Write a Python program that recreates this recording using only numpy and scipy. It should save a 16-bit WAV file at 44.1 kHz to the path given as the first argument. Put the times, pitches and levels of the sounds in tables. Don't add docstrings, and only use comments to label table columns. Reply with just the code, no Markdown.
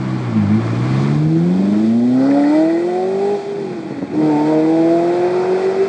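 import sys
import numpy as np
from scipy import signal
from scipy.fft import rfft, irfft, next_fast_len
from scipy.io import wavfile
from scipy.ndimage import uniform_filter1d, map_coordinates

SR = 44100
rng = np.random.default_rng(int(sys.argv[2]) if len(sys.argv) > 2 else 0)


def inscribe(sig):
    pcm = np.round(np.clip(np.atleast_2d(sig).T, -1, 1) * 32767)
    wavfile.write(sys.argv[1], SR, pcm.astype(np.int16))


N = 259308
TIME = np.arange(N) / SR

# time_s, throttle (0-1)
THROTTLE = [(3.35, 0.96), (3.42, 0.07), (4.12, 0.1), (4.24, 1)]
# time_s, share (0-1)
FACING = [(0, 0), (1.1, 0.14), (1.35, 0.57), (1.8, 0.64), (2.2, 0.94), (5.88, 1)]
# time_s, distance (0-1)
AWAY = [(2.05, 0.12), (5.88, 1)]
# time_s, rasp_db, hiss_db
RUSH = [(0.0, -34, -46), (0.55, -34.5, -46), (1.0, -30.5, -39.5), (1.29, -41, -47), (1.85, -38, -43.5),
        (1.95, -43, -47), (2.56, -37, -42.5), (2.7, -38, -45), (3.1, -39.5, -45.5), (3.3, -37, -43.8),
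        (3.44, -40.5, -46), (4.09, -39.5, -50.5), (4.27, -36.5, -44), (4.56, -33.5, -43.5),
        (4.75, -36, -44), (5.4, -32.5, -43), (5.88, -33.5, -43.5)]


def from_db(db):
    return 10 ** (np.asarray(db) / 20)


def rms_one(x):
    return x / np.sqrt(np.mean(x ** 2) + 1e-20)


def levelled(x, size=4001):
    return x / np.sqrt(np.maximum(uniform_filter1d(x ** 2, size), 1e-6))


def blend(a, b, share):
    share = np.clip(share, 0, 1)
    return np.sqrt(1 - share) * a + np.sqrt(share) * b


def in_time(rows):
    time_s, *columns = np.transpose(rows)
    return [np.interp(TIME, time_s, column) for column in columns]


def drift(rate_hz):
    step, warm_up = 40, 2000
    pole = np.exp(-2 * np.pi * rate_hz * step / SR)
    noise = rng.standard_normal(N // step + warm_up + 2)
    slow = signal.lfilter([1], [1, -2 * pole, pole * pole], noise)[warm_up:]
    return np.interp(np.arange(N) / step, np.arange(len(slow)), rms_one(slow))


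def gain_at(colour, hz):
    points_hz, db = np.transpose(colour)
    octave, known = np.log2(np.maximum(hz, 1)), np.log2(points_hz)
    outside = np.abs(octave - np.clip(octave, known[0], known[-1]))
    return from_db(np.interp(octave, known, db) - 40 * outside)


def coloured(x, colour):
    size = next_fast_len(N + 8192)
    hz = np.arange(size // 2 + 1) * SR / size
    return rms_one(irfft(rfft(x, size) * gain_at(colour, hz), size)[:N])


def resonance(x, hz, width_hz):
    r = np.exp(-np.pi * width_hz / SR)
    feedback = [1, -2 * r * np.cos(2 * np.pi * hz / SR), r * r]
    return signal.lfilter(np.array([1, 0, -1]) * (1 - r * r) / 2, feedback, x)


def ringing(x, modes):
    bands = (from_db(db) * resonance(resonance(x, hz, width), hz, width) for hz, width, db in modes)
    return rms_one(sum(bands))


def reflected(x):
    # delay_s, gain
    echoes = [(.0029, .17), (.0071, -.17), (.0133, .14), (.0217, .14)]
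    return rms_one(x + sum(gain * np.interp(TIME - delay, TIME, x, left=0) for delay, gain in echoes))


def puffs(firings, depth):
    return rms_one(rng.standard_normal(N) * np.exp(depth * np.cos(2 * np.pi * firings)))


def firing_pattern(firings, change_per_s, size=1024, count=24):
    shapes = rng.standard_normal((count, size))
    age, place = TIME * change_per_s, firings / 8 * size
    pattern = map_coordinates(shapes, [age % count, place % size], order=1, mode="grid-wrap")
    pattern /= np.hypot(age % 1, 1 - age % 1)
    common = sum(np.interp(firings - lag, firings, pattern) for lag in (2, 4, 6)) / 3
    return rms_one(pattern - common)


def regularity(under_load=0.48, distance_blur=0.48):
    return under_load * in_time(THROTTLE)[0] * (1 - distance_blur * in_time(AWAY)[0])


def road_rumble():
    # freq_hz, gain_db
    colour = [(20, -20.5), (45, -20), (68, -15), (95, -1.5), (125, 1.5), (250, -2), (600, -16.5)]
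    # time_s, level_db
    ride = [(0, -32), (1.0, -26), (1.4, -29.5), (2.0, -47), (2.7, -63), (3.05, -41), (3.5, -52),
            (4.15, -34.5), (4.4, -60.5), (5.0, -63), (5.2, -40), (5.88, -40.5)]
    return from_db(in_time(ride)[0]) * coloured(rng.standard_normal(N), colour)


def whistles(bay_hz, bay_width_hz, pipe_hz, pipe_width_hz):
    # time_s, level_db
    bay_ride = [(0, -43.5), (1.05, -38.5), (1.3, -62), (5.88, -63.5)]
    # time_s, level_db
    pipe_ride = [(0, -54.5), (2.0, -45), (2.3, -38.5), (3.0, -42), (3.5, -38.5), (4.3, -46), (4.8, -37.5),
                 (5.88, -49.5)]
    bay = ringing(rng.standard_normal(N), [(bay_hz, bay_width_hz, 0)])
    pipe = ringing(rng.standard_normal(N), [(pipe_hz, pipe_width_hz, 0)])
    return from_db(in_time(bay_ride)[0]) * bay + from_db(in_time(pipe_ride)[0]) * pipe


def air_hiss(firings, jet, air_db, high_tones_db):
    # freq_hz, gain_db
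    colour = [(2000, -17), (2900, -8), (3150, 0.5), (3600, 1.5), (3900, -1.5), (4300, 1), (5000, -3),
              (5600, -6), (6800, -9), (8200, -10.5), (9000, -17.5), (9900, -26)]
    # pitch_hz, width_hz, gain_db
    high_bands = [(7450, 65, -1.5), (7800, 47, -2), (8100, 60, -3.5), (8520, 54, -3), (8880, 70, -14)]
    flow = blend(puffs(firings / 2, depth=0.13), jet, 0.29)
    air = from_db(air_db) * reflected(coloured(flow, colour))
    tones_gain = from_db(high_tones_db) * in_time(FACING)[0] * regularity()
    high_tones = tones_gain * ringing(rng.standard_normal(N), high_bands)
    return from_db(in_time(RUSH)[1] + 0.5 * drift(14)) * (air + high_tones)


def gas_jet(firings, depth, change_per_s, pattern_share):
    return blend(puffs(firings, depth), firing_pattern(firings, change_per_s), pattern_share)


def gas_rasp(firings, jet, front_db, rear_db):
    # freq_hz, gain_db
    front_colour = [(800, -21.5), (1020, -2), (1130, -2.5), (1260, -3.5), (1700, -8), (2350, -7.5),
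                    (2600, -17), (2900, -17.5)]
    # freq_hz, gain_db
    rear_colour = [(850, -30.5), (1080, 0), (1200, -1.5), (1400, -3), (1750, -3), (1960, -8.5), (2130, -2),
                   (2380, -5.5), (2600, -4.5), (2850, -24)]
    front = from_db(front_db) * reflected(coloured(puffs(firings, depth=0.21), front_colour))
    rear = from_db(rear_db) * reflected(coloured(jet, rear_colour))
    return from_db(in_time(RUSH)[0] + 0.83 * drift(23)) * blend(front, rear, in_time(FACING)[0])


def buzz(firings):
    return rms_one(sum((1 + 0.5 * drift(10)) * np.sin(2 * np.pi * (k / 2 * firings + rng.random()))
                       for k in range(7, 19)))


def tailpipe_ring(firings, jet, trim_db, buzziness, beam_s, beam_width_s, beam_db):
    # pitch_hz, width_hz, gain_db
    modes = [(1266, 110, -7.5), (1470, 330, -4.5), (1890, 170, 3), (1970, 120, 6.5), (2303, 300, -6),
             (3685, 170, -13.5), (4266, 140, -5.5), (4600, 510, -16)]
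    swell_db = beam_db * np.exp(-0.5 * ((TIME - beam_s) / beam_width_s) ** 2)
    gain = in_time(FACING)[0] * from_db(in_time(RUSH)[0] + trim_db + swell_db + 1.3 * drift(22))
    buzz_share = buzziness * (1 - in_time(AWAY)[0])
    return gain * blend(ringing(jet, modes), ringing(buzz(firings), modes), buzz_share)


def jet_flare(firings):
    # time_s, level_db
    ride = [(0, -72.5), (2.1, -59), (2.22, -34.5), (2.55, -39), (2.75, -63), (4.1, -57), (4.23, -41.5),
            (4.57, -49.5), (4.8, -49.5), (5.4, -36.5), (5.88, -40)]
    # freq_hz, gain_db
    colour = [(800, -27.5), (980, -0.5), (1110, -4), (1300, 4.5), (1550, 1.5), (1750, -15), (2900, -26),
              (4200, -17.5), (4900, -13.5), (5600, -20), (6500, -34.5)]
    jet = gas_jet(firings, depth=0.46, change_per_s=5.0, pattern_share=0.082)
    return from_db(in_time(ride)[0] + drift(16)) * coloured(jet, colour)


def spits(trim_db, decay_s, pitch_hz, width_hz):
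    # start_s, level_db
    cues = [(2.3108, -13.5), (2.3545, -29), (2.4391, -17.5)]
    envelope = sum(from_db(db) * (TIME > s) * np.exp(-np.abs(TIME - s) / decay_s) for s, db in cues)
    return from_db(trim_db) * envelope * ringing(rng.standard_normal(N), [(pitch_hz, width_hz, 0)])


def overrun_pops(crack_db, crack_s):
    # start_s, gain_db
    cues = [(3.907, -17.5), (3.921, -20), (3.983, -21.5), (4.021, -20), (4.026, -15.5), (4.036, -22)]
    # pitch_hz, gain_db, t60_s
    modes = [(169.2, -6, 0.029), (280, 8.5, 0.028), (440, -8, 0.026), (720, -30, .015)]
    out, age = np.zeros(N), TIME[:SR // 10]
    ring = sum(from_db(db - 60 * age / t60) * np.sin(2 * np.pi * hz * age) for hz, db, t60 in modes)
    for start_s, gain_db in cues:
        gas = rms_one(resonance(rng.standard_normal(len(age)), hz=600, width_hz=350))
        crack = from_db(crack_db) * gas * np.exp(-age / crack_s)
        out[int(start_s * SR):][:len(age)] += from_db(gain_db) * (ring + crack)
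    return signal.sosfilt(signal.butter(4, [130, 1000], "band", fs=SR, output="sos"), out)


def exhaust_burble(firings, burble_trim_db, bark_trim_db):
    # time_s, burble_db, bark_db
    rides = [(0.0, -33, -35), (1.05, -25.5, -31), (1.37, -37, -36), (1.6, -21, -31.5), (2.03, -31, -39.5),
             (2.3, -24.5, -27), (2.56, -27, -32), (2.64, -29.5, -32), (3.3, -29, -28.5),
             (3.44, -33.5, -33.5), (3.62, -24.5, -35), (4.09, -29.5, -41), (4.17, -18, -29),
             (4.3, -26.5, -25.5), (4.8, -28, -29), (5.58, -31.5, -23.5), (5.88, -29, -27.5)]
    # freq_hz, gain_db
    burble_colour = [(50, -30.5), (85, -21.5), (135, -4.5), (175, 1), (228, 6), (275, -5), (330, 6.5),
                     (420, -9.5), (520, -17), (700, -37)]
    # freq_hz, gain_db
    bark_colour = [(300, -27.5), (420, 2.5), (490, 0.5), (580, -5.5), (670, 4), (820, -6), (920, -7.5),
                   (1050, -18), (1300, -30.5)]
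    # freq_hz, gain_db
    roar_colour = [(300, -26.5), (430, 1), (520, -1.5), (600, 0.5), (700, 1), (860, -0.5), (1000, -5.5),
                   (1300, -32)]
    burble_db, bark_db = in_time(rides)
    gas, pattern = puffs(firings, depth=0.61), firing_pattern(firings, change_per_s=3.0)
    burble = levelled(coloured(blend(gas, pattern, regularity() + 0.18), burble_colour))
    front = coloured(rng.standard_normal(N), roar_colour)
    rear = coloured(blend(gas, pattern, regularity()), bark_colour)
    bark = levelled(blend(front, rear, in_time(FACING)[0]))
    return from_db(burble_db + burble_trim_db) * burble + from_db(bark_db + bark_trim_db) * bark


def exhaust_orders(firings, firing_hz, trim_db, flutter_db, fading_db, coast_loss_db, turn_s):
    multiples = (.5, 1.5, 2, 2.5, 3)
    strengths = [-3.5, 0, 4.5, -2.0, -0.8]
    # time_s, level_db
    ride = [(0.0, -22), (0.55, -20), (0.68, -23), (0.85, -20), (1.85, -16), (2.1, -15), (2.6, -11.5),
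            (2.8, -19), (3.33, -13), (4.2, -10), (4.8, -12), (5.25, -18.5), (5.88, -19.5)]
    # freq_hz, gain_db
    pipes_ahead = [(80.0, -41), (105.0, -15.5), (165.0, -3.5), (192.0, -7), (215.0, 1), (240.0, -12.5),
                   (285.0, -11.5), (328.0, -4), (370.0, -17), (440.0, -30), (510.0, -27), (600.0, -17.5),
                   (720.0, -23.5)]
    # freq_hz, gain_db
    pipes_behind = [(130.0, -15), (148.0, -15), (160.0, -15.5), (205.0, -11.5), (400.0, -17.5),
                    (450.0, -18), (475.0, -12), (535.0, -13.5), (570.0, -14.8), (598.0, -23.5),
                    (630.0, -16), (670.0, -15.5), (700.0, -14), (725.0, -14.5), (768.0, -23.5),
                    (805.0, -22), (850.0, -25.5), (900.0, -16.5), (980.0, -32.5), (1150.0, -34.5)]
    # centre_s, multiple, half_length_s, change_db
    howls = [(0.658, 2, 0.036, -17), (1.294, 3, 0.14, 8.5), (1.331, 2, .1, 3.5), (1.93, 2, 0.14, -7),
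             (2.386, 2.5, 0.035, 7), (2.5, 1.5, 0.12, -18), (2.5, .5, .13, -13), (2.65, 2, 0.15, 3),
             (2.838, 2, .04, -14), (2.995, 2, .1, 3), (3.02, 2.5, .16, -23), (3.18, 2, 0.037, -5),
             (4.288, 2, 0.15, -7), (4.567, 2, 0.044, 5), (4.68, 2, 0.058, -9.5), (4.768, 2.5, 0.059, 6.5),
             (4.953, 2, 0.051, 5), (5.23, 2, .05, 4), (5.335, 2, .04, -16), (5.43, 2.5, .05, 8)]
    drive_db = in_time(ride)[0] + trim_db - coast_loss_db * (1 - in_time(THROTTLE)[0])
    behind = np.clip((TIME - AWAY[0][0]) / turn_s, 0, 1)
    out = np.zeros(N)
    for multiple, strength_db in zip(multiples, strengths):
        hz = multiple * firing_hz
        pipes = gain_at(pipes_ahead, hz) ** (1 - behind) * gain_at(pipes_behind, hz) ** behind
        howl_db = sum(db * np.exp(-((TIME - s) / half_s) ** 2)
                      for s, which, half_s, db in howls if which == multiple)
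        waver_db = flutter_db * drift(14) + fading_db * drift(5)
        tone = np.sin(2 * np.pi * (multiple * firings + rng.random()))
        out += from_db(drive_db + strength_db + howl_db + waver_db) * pipes * tone
    return np.sqrt(2) * out


def exhaust_note(firings, trim_db, flutter_db, throb_db, throb_hz, crest_s):
    # time_s, level_db
    ride = [(0, -22.5), (0.45, -20.5), (0.55, -19), (0.68, -19.5), (0.88, -17), (1.47, -14), (1.82, -14.5),
            (1.92, -12.5), (2.6, -12), (2.92, -18.6), (3.34, -16), (3.43, -30), (3.5, -21), (3.86, -31),
            (4.02, -29.5), (4.11, -37.5), (4.17, -14), (4.24, -12.5), (4.38, -15.5), (4.82, -13),
            (5.15, -16), (5.88, -16.5)]
    far = in_time(AWAY)[0] ** 10
    throb = far * np.cos(2 * np.pi * throb_hz * (TIME - crest_s))
    level_db = in_time(ride)[0] + trim_db + throb_db * throb + flutter_db * drift(24)
    return np.sqrt(2) * from_db(level_db) * np.sin(2 * np.pi * firings)


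def scene():
    # time_s, firing_hz
    revs = [(0.0, 130), (0.2, 127.4), (0.46, 98.5), (0.62, 115.5), (0.72, 115.4), (1.38, 164.8),
            (2.19, 260.5), (2.28, 277.2), (2.47, 291), (2.62, 319), (2.75, 334), (2.89, 355.7), (3.33, 409),
            (3.4, 397.4), (3.59, 404), (3.93, 285), (4.06, 276.8), (4.19, 309.7), (4.29, 307.4),
            (4.36, 294), (4.5, 310.8), (4.56, 311.3), (5.22, 355.4), (5.88, 390.8)]
    firing_hz = in_time(revs)[0]
    jitter = 0.0015 * (drift(12) + drift(50))
    firings = np.cumsum(firing_hz * (1 + jitter)) / SR
    note = exhaust_note(firings, trim_db=-0.12, flutter_db=0.6, throb_db=6, throb_hz=6.9, crest_s=5.67)
    orders = exhaust_orders(firings, firing_hz, trim_db=1.13, flutter_db=1.58, fading_db=1.6,
                            coast_loss_db=25, turn_s=0.29)
    burble = exhaust_burble(firings, burble_trim_db=-2.0, bark_trim_db=-0.43)
    jet = gas_jet(firings, depth=0.28, change_per_s=3.003, pattern_share=0.49 * regularity())
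    rasp = gas_rasp(firings, jet, front_db=-1.0, rear_db=-2.0)
    ring = tailpipe_ring(firings, jet, trim_db=-11.5, buzziness=0.23,
                         beam_s=2.6, beam_width_s=0.33, beam_db=13)
    hiss = air_hiss(firings, jet, air_db=-0.5, high_tones_db=-7.0)
    flare = jet_flare(firings)
    singing = whistles(bay_hz=1134, bay_width_hz=31, pipe_hz=819, pipe_width_hz=35)
    bursts = overrun_pops(crack_db=-13, crack_s=0.0068)
    bursts += spits(trim_db=-10.5, decay_s=0.005, pitch_hz=1870, width_hz=430)
    return (road_rumble() + singing + hiss + rasp + ring + flare + bursts + burble + orders + note)[None]


def record(dry, cutoff_hz=9900):
    return signal.sosfilt(signal.ellip(12, 0.1, 90, cutoff_hz, fs=SR, output="sos"), dry)


dry = scene()
out = record(dry)
inscribe(out)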